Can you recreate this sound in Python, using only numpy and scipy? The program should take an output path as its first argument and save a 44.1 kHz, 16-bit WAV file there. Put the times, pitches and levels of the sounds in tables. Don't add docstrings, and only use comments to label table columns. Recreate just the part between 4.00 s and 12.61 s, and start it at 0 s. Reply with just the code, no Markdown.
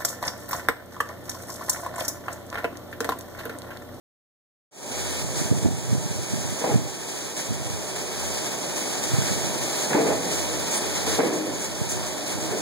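import sys
import numpy as np
from scipy import signal
from scipy.fft import rfft, irfft
from scipy.io import wavfile
from scipy.ndimage import uniform_filter1d

SR = 44100
rng = np.random.default_rng(int(sys.argv[2]) if len(sys.argv) > 2 else 0)


def output_pcm(signal):
    pcm = np.clip(np.atleast_2d(signal).T, -1, 1) * 32767
    wavfile.write(sys.argv[1], SR, np.round(pcm).astype(np.int16))


N = 379701
TIME, HZ = np.arange(N) / SR, np.fft.rfftfreq(N, 1 / SR)
PORT_TRANSIT_S = .12 / 343
START_S = .71

# (time [s], boom level [dB], rattle level [dB], rise [s], t60 [s],
# ring level [dB], frequency round which the struck spot rings [Hz])
SLUMPS = [(1.509, -26, -49, 0.0074, .15, -31, 400), (2.615, -32, -33, .003, .3, -25, 446),
          (2.639, -21.5, -30, 0.0024, 0.72, -17.5, 700), (2.694, -21.5, -36, .004, 0.48, -20.5, 300),
          (2.868, -30, -38, .003, 0.1, -35, 270), (5.9, -26, -30.5, 0.0091, 1, -24, 170),
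          (5.944, -14.5, -26.5, 0.0045, 0.6, -15.5, 266), (5.98, -30, -40, 0.0054, .4, -14, 455),
          (6.058, -19.5, -32, .008, 0.49, -16.5, 610), (6.1, -21, -33, .004, 0.27, -20.5, 740),
          (6.25, -28, -42, 0.0088, .5, -26.5, 380), (7.061, -31, -42, 0.013, 0.58, -27, 454),
          (7.184, -15, -24.5, 0.0085, 0.44, -13, 443), (7.229, -18.5, -30, .006, 0.96, -20.5, 494),
          (7.324, -21.5, -37, 0.0048, .66, -18, 307), (7.46, -26, -50, 0.0073, 0.93, -27, 360),
          (8.504, -27, -34.5, 0.0043, 0.17, -34.5, 800), (8.522, -23.5, -42, .005, 0.27, -26, 380)]
# (start [s], length [s], typical eddy strength [dB])
GUST_SPANS = [(1.22, 0.68, -17), (1.85, 0.36, -14.5), (2.34, 0.19, -15), (2.74, 0.15, -14.5),
              (3.48, .29, -17), (5.15, 0.39, -23.5), (5.549, .15, -28), (7.86, 0.15, -22),
              (8.33, 0.19, -20.5)]


def amp(db):
    return 10 ** (np.asarray(db) / 20)


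def unit_rms(x):
    return x / np.sqrt(np.mean(x ** 2) + 1e-20)


def colour(points):
    hz, db = np.transpose(points)
    return amp(np.interp(np.log(HZ + 1), np.log(hz), db))


def resonances(modes):
    return sum(amp(db) / (1 + (2 * (HZ - hz) / width) ** 2) for hz, width, db in modes)


def modal_boost(modes):
    return amp(sum(db / (1 + (2 * (HZ - hz) / width) ** 2) for hz, width, db in modes))


def envelopes(rows):
    times, *columns = np.transpose(rows)
    return [amp(np.interp(TIME, times, db)) for db in columns]


def filtered(x, response):
    return unit_rms(irfft(rfft(x) * response, N))


def wander(per_s):
    knots = rng.standard_normal(4000)
    return unit_rms(np.interp(TIME * per_s, np.arange(len(knots)), knots))


def diffuse(response):
    left, independent = rfft(rng.standard_normal((2, N)))
    coherence = np.sinc(2 * HZ * PORT_TRANSIT_S)
    right = coherence * left + np.sqrt(1 - coherence ** 2) * independent
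    return unit_rms(irfft(np.array([left, right]) * response, N))


def grain(slide_db=0.62, spatter_db=0.5, clump_db=0.84, sway_db=0.5):
    # (time [s], sliding level [dB], spatter level [dB])
    flow = [(.9, -37, -36), (2.4, -34.5, -35), (4.3, -34.5, -36.5), (5.7, -34, -35.5), (6.7, -33.5, -36),
            (7.6, -35, -39.5), (8.6, -36, -39)]
    # (frequency [Hz], level [dB])
    slide_spectrum = [(90, -1), (200, 6), (700, 4.5), (1200, 1.5), (1750, 0), (2200, -6.5), (3800, -2),
                      (5000, 0), (7000, -7), (10000, -6.5), (15500, -17.5)]
    # (frequency [Hz], level [dB])
    spatter_spectrum = [(3000, -29), (5000, -10.5), (6000, 1), (6900, 2.5), (8000, 1.5), (9200, -4.5),
                        (10500, -11), (12000, -13), (13200, -18), (14500, -30), (15600, -12)]
    # (frequency [Hz], gain [dB])
    shadow = [(2000, -7), (3400, 1), (4700, -3.5), (6200, -3.5), (7600, -12), (9000, -3.5), (10300, -3),
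              (11700, -12), (13000, -3.5), (15000, -10)]
    # (frequency [Hz], bandwidth [Hz], gain [dB])
    bar_modes = [(1780, 170, 2.5), (2228, 330, 9), (2420, 26, 10.5), (3380, 50, 5.5), (3940, 27, 4.5)]
    slide_gain, spatter_gain = np.array(envelopes(flow)) * surges() * amp(sway_db * wander(per_s=15))
    ports = np.array([np.ones(len(HZ)), colour(shadow)])
    slide_response = ports * colour(slide_spectrum) * modal_boost(bar_modes)
    sliding = filtered(kernels(per_s=3500, wash_db=-1.0), slide_response)
    spattering = filtered(kernels(per_s=6000, wash_db=5.5), ports * colour(spatter_spectrum))
    stream = amp(slide_db) * slide_gain * sliding + amp(spatter_db) * spatter_gain * spattering
    return stream * amp(clump_db * wander(per_s=60))


def kernels(per_s, wash_db, spread_db=2.5):
    size = amp(spread_db * np.minimum(rng.exponential(1, (2, N)), 4))
    ticks = size * rng.choice([-1, 1], (2, N)) * (rng.random((2, N)) < per_s / SR)
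    return unit_rms(ticks) + amp(wash_db) * rng.standard_normal((2, N))


def surges(attack_s=0.0044, release_s=0.032):
    # (time [s], hold [s], sliding boost [dB], spatter boost [dB])
    clumps = [(0.913, 0.3, 4.5, 2), (1.355, 0.043, 5.5, 5.5), (3.363, 0.059, 5, 6), (3.955, 0.04, 3, 3.5),
              (4.174, 0.21, 1.5, 2.5), (4.758, .02, 0.5, 3.5), (5.031, .02, 2, 3.5), (5.8, 0.1, 0, 1.5),
              (6.306, 0.082, 2.5, 3.5), (6.706, 0.054, 1.5, 5.5), (6.948, 0.032, 2.5, 3),
              (7.06, 0.21, 4, 3.5), (7.33, 0.026, 2, 6), (7.59, 0.064, 3, 8), (7.748, .06, 0.5, 4),
              (7.888, 0.037, 2.5, 11), (8.058, 0.017, 1, 6), (8.26, 0.068, 3, 5), (8.4, 0.028, 1.5, 4.5),
              (8.57, .04, 1.5, 3.5)]
    boost_db = np.zeros((2, N))
    for start, hold, *peaks_db in clumps:
        age = TIME - start
        swell = np.clip(age / attack_s, 0, 1) * np.exp(-np.maximum(age - hold, 0) / release_s)
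        boost_db += np.outer(peaks_db, swell)
    return amp(boost_db)


def sprays():
    # (time [s], level [dB], 1/e half-length [s], centre [Hz], bandwidth [Hz])
    handfuls = [(4.36, -38, 0.047, 4860, 516), (5.83, -42, 0.11, 4170, 550),
                (6.772, -30.5, 0.024, 9100, 900), (7.557, -31.5, 0.025, 6820, 698)]
    left = np.zeros(N)
    for time, db, half_length, hz, width in handfuls:
        swell = amp(db) * np.exp(-((TIME - time) / half_length) ** 2)
        left += swell * filtered(rng.standard_normal(N), resonances([(hz, width, 0)]))
    return np.array([left, np.zeros(N)])


def hopper_booms(rattle_t60_share=0.95):
    # (frequency [Hz], level [dB])
    boom_spectrum = [(40, -44), (130, -5.5), (240, -1), (430, -2), (650, -9.5), (900, -23), (1150, -24),
                     (2500, -35), (6000, -58)]
    # (frequency [Hz], level [dB])
    rattle_spectrum = [(300, -29), (580, -2), (800, 12), (1300, -4.5), (1750, -1), (2300, 0.5), (3500, -21),
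                       (6000, -28)]
    boom_power, rattle_power = np.zeros((2, N))
    for start, boom_db, rattle_db, rise, t60, _, _ in SLUMPS:
        age = np.maximum(TIME - start, 0)
        onset = np.minimum(age / rise, 1)
        decay_db = 60 * np.maximum(age - rise, 0) / t60
        boom_power += (onset * amp(boom_db - decay_db)) ** 2
        rattle_power += (onset * amp(rattle_db - decay_db / rattle_t60_share)) ** 2
    boom = np.sqrt(boom_power) * diffuse(colour(boom_spectrum))
    rattle = np.sqrt(rattle_power) * diffuse(colour(rattle_spectrum))
    return boom + rattle


def panels(focus_db_per_octave=8, detune=0.0075, chatter=0.46, chatter_hz=40, ring_s=2):
    # (frequency [Hz], level [dB], t60 [s])
    panel_modes = [(168, -11, 1.1), (267, -4, 0.62), (311, -8, 1.6), (380, -15, 1.75), (428.2, -12, 0.38),
                   (452, -4, 0.5), (475, -16, 0.49), (499, -8, 0.39), (553, -16.5, .5), (585, -20, 0.65),
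                   (619, -15.5, 1.1), (663, -9, 0.32), (736, -21, 0.49), (773, -13, 0.45),
                   (836, -18.5, 0.53), (968, -14.5, .5), (1253, -15, 0.32), (1490, -18, 0.69),
                   (1673, -15.5, .4), (1868, -28, .3)]
    hz, db, t60 = np.transpose(panel_modes)
    age = np.arange(ring_s * SR) / SR
    knots = rng.standard_normal((len(hz), 200, 2)) @ [1, 1j]
    roughness = np.array([np.interp(age * chatter_hz, np.arange(len(row)), row) for row in knots])
    modes = (1 + chatter * roughness) * np.exp(np.outer(2j * np.pi * hz - np.log(1000) / t60, age))
    lag_s = np.outer([0, 1], rng.uniform(-1, 1, len(hz))) * PORT_TRANSIT_S
    out = np.zeros((2, N))
    for start, _, _, rise, _, ring_db, ring_hz in SLUMPS:
        excitation = amp(ring_db + db - focus_db_per_octave * abs(np.log2(hz / ring_hz)))
        phasors = np.exp(2j * np.pi * (rng.random(len(hz)) + hz * lag_s))
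        ring = ((excitation * phasors) @ modes).real * np.minimum(age / rise, 1)
        pitch_ratio = 1 + detune * rng.uniform(-1.02, 1)
        out += [np.interp((TIME - start) * pitch_ratio, age, port, 0, 0) for port in ring]
    return out


def knocks(relative_bandwidth=0.74):
    # (time [s], level [dB], t60 [s], centre frequency [Hz])
    impacts = [(1.657, -20, 0.068, 520), (2.641, -23, .05, 680), (2.661, -35, .05, 1500),
               (5.931, -23, .05, 1600), (5.95, -19, 0.09, 750), (7.192, -34, 0.035, 600),
               (7.202, -22, 0.079, 1510)]
    out = np.zeros((2, N))
    for start, db, t60, hz in impacts:
        age = TIME - start
        decay = (age > 0) * amp(db - 60 * np.maximum(age, 0) / t60)
        out += decay * diffuse(resonances([(hz, relative_bandwidth * hz, 0)]))
    return out


def wind(push_db=-4, wake_db=-14, wake_s=0.016, breeze_db=-54, breeze_swing_db=3.5, order=9):
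    # (time [s], strength [dB], centre frequency [Hz])
    puffs = [(1.416, -8, 245), (1.515, -3, 235), (1.526, -3, 380), (1.546, -7, 175), (1.577, -7, 150),
             (1.65, -4, 280), (1.661, 5.5, 273), (1.687, -2, 255), (1.712, -2.5, 185), (1.929, -1.5, 195),
             (1.953, -3, 231), (2.34, -4, 220), (2.739, -19, 164.1), (2.759, 6, 185), (3.509, -6, 210),
             (3.527, -6, 190), (5.141, -5.5, 139), (5.187, -9, 173), (5.221, -13, 210), (5.319, -11, 181),
             (5.463, -21, 157), (7.816, -9, 177)]
    # (frequency [Hz], level [dB])
    turbulence_spectrum = [(40, -20), (70, -0.5), (125, 7), (200, -1.5), (350, -20), (700, -19.5),
                           (2000, -67)]
    turbulence = filtered(rng.standard_normal(N), colour(turbulence_spectrum))
    breeze = amp(breeze_db + breeze_swing_db * wander(per_s=22))
    pushes, wake_power = np.zeros((2, N))
    for time, db, hz in puffs + eddies():
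        near = abs(TIME - time) < .1
        age = TIME[near] - time
        swirl = np.exp(2j * np.pi * rng.random()) / (1 - 2j * np.pi * hz * age / (order - .5)) ** order
        pushes[near] += amp(db) * swirl.real
        wake_power[near] += (amp(db) * np.exp(-abs(age) / wake_s)) ** 2
    turbulence_gain = amp(wake_db) * np.sqrt(wake_power) + breeze + buffeting()
    return np.array([np.zeros(N), amp(push_db) * pushes + turbulence_gain * turbulence])


def eddies(per_s=24, spread_db=1, centre_hz=140, octaves_per_db=0.6, max_per_gust=40):
    rows = []
    for start, length, db in GUST_SPANS:
        for k, (late, size) in enumerate(rng.random((max_per_gust, 2))):
            age = (k + late) / per_s
            extra_db = spread_db * (2 * size - 1)
            if age < length:
                rows.append((start + age, db + extra_db, centre_hz * 2 ** (octaves_per_db * extra_db)))
    return rows


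def buffeting(level_db=-17, swing_db=4.0, edge_s=0.037):
    swell = np.zeros(N)
    for start, length, db in GUST_SPANS:
        outside_s = np.maximum(abs(TIME - start - length / 2) - length / 2, 0)
        swell += amp(db) * np.exp(-outside_s / edge_s)
    return swell * amp(level_db + swing_db * wander(per_s=35))


def pit(level_db=-31.0):
    # (frequency [Hz], level [dB])
    roar_spectrum = [(40, -50), (75, -25), (135, -2.5), (220, -1.5), (340, -2), (450, -3.5), (620, -6),
                     (760, -9), (900, -11), (1100, -16.5), (1400, -23.5), (2200, -45), (5000, -59)]
    # (frequency [Hz], bandwidth [Hz], gain [dB])
    pit_modes = [(124, 27, 3.5), (378, 27, 4.5), (436, 22, 1.5), (497, 11, 0.5), (596.5, 17, 6.5),
                 (642, 13, 4), (706, 14, -1.5), (713, 13, 4), (800, 13, 5.5), (868, 18, 2), (908, 11, 6.5),
                 (992, 12, 5)]
    return amp(level_db) * diffuse(colour(roar_spectrum) * modal_boost(pit_modes))


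def conveyor():
    # (frequency [Hz], bandwidth [Hz], level [dB])
    drone_peaks = [(315, 12, 1.5), (376, 14, -6), (617.6, 6.3, -1.5), (1500, 840, -26)]
    # (time [s], level [dB])
    drone_levels = [(.9, -44), (4.2, -47), (6, -46.5), (7.6, -39), (8.6, -38)]
    return envelopes(drone_levels)[0] * diffuse(resonances(drone_peaks))


def engine(firing_hz=72.6, hum_db=-44, waver=0.0041, throb_db=7.0):
    # (multiple of the firing rate, level [dB])
    harmonics = [(1, 1), (2, -10), (3, -30)]
    cycles = np.cumsum(firing_hz * (1 + waver * wander(per_s=8))) / SR
    firing = sum(amp(db) * np.sin(2 * np.pi * k * cycles) for k, db in harmonics)
    hum = unit_rms(firing) * amp(hum_db + throb_db * wander(per_s=8))
    return np.array([hum, -hum]) / 2


def gain_control(x, threshold_db=-15.5, range_db=7.5, recover_db_per_s=3, start_duck_db=5):
    bass_cut = signal.butter(2, 140, "high", fs=SR, output="sos")
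    sensed = signal.sosfilt(bass_cut, x)
    power = uniform_filter1d(sensed ** 2, round(.019 * SR)).max(0)
    duck_db = np.clip(10 * np.log10(abs(power) + 1e-12) - threshold_db, 0, range_db)
    duck_db = np.where(TIME < START_S, start_duck_db, duck_db)
    recovered_db = recover_db_per_s * TIME
    return x * amp(recovered_db - np.maximum.accumulate(duck_db + recovered_db))


def widen(x, delay_samples=16, lean=0.11):
    # (frequency [Hz], gain before the cap at unity [dB])
    cross_feed = [(120, -2.5), (700, -4), (1350, -4.5), (2400, 7)]
    late = np.pad(x, ((0, 0), (delay_samples, 0)))[:, :N]
    wide = x - irfft(rfft(late[::-1]) * np.minimum(colour(cross_feed), 1), N)
    return wide + lean * wide.mean(0) * np.array([[-1], [1]])


def scene():
    pour = grain() + sprays()
    machinery = engine() + pit() + conveyor()
    return pour + machinery + hopper_booms() + panels() + knocks() + wind()


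def record(dry, low_cut_hz=48, fade_s=0.2, ceiling=.8, high_cut_hz=15750):
    wide = widen(gain_control(dry))
    wide = signal.sosfilt(signal.butter(4, low_cut_hz, "high", fs=SR, output="sos"), wide)
    fade_in = np.clip((TIME - START_S) / fade_s, 0, 1)
    saturated = ceiling * np.tanh(wide * fade_in / ceiling)
    low_pass = signal.firwin(511, high_cut_hz, window=("kaiser", 9), fs=SR)
    return signal.oaconvolve(saturated, low_pass[None], "same")


dry = scene()
out = record(dry)
output_pcm(out)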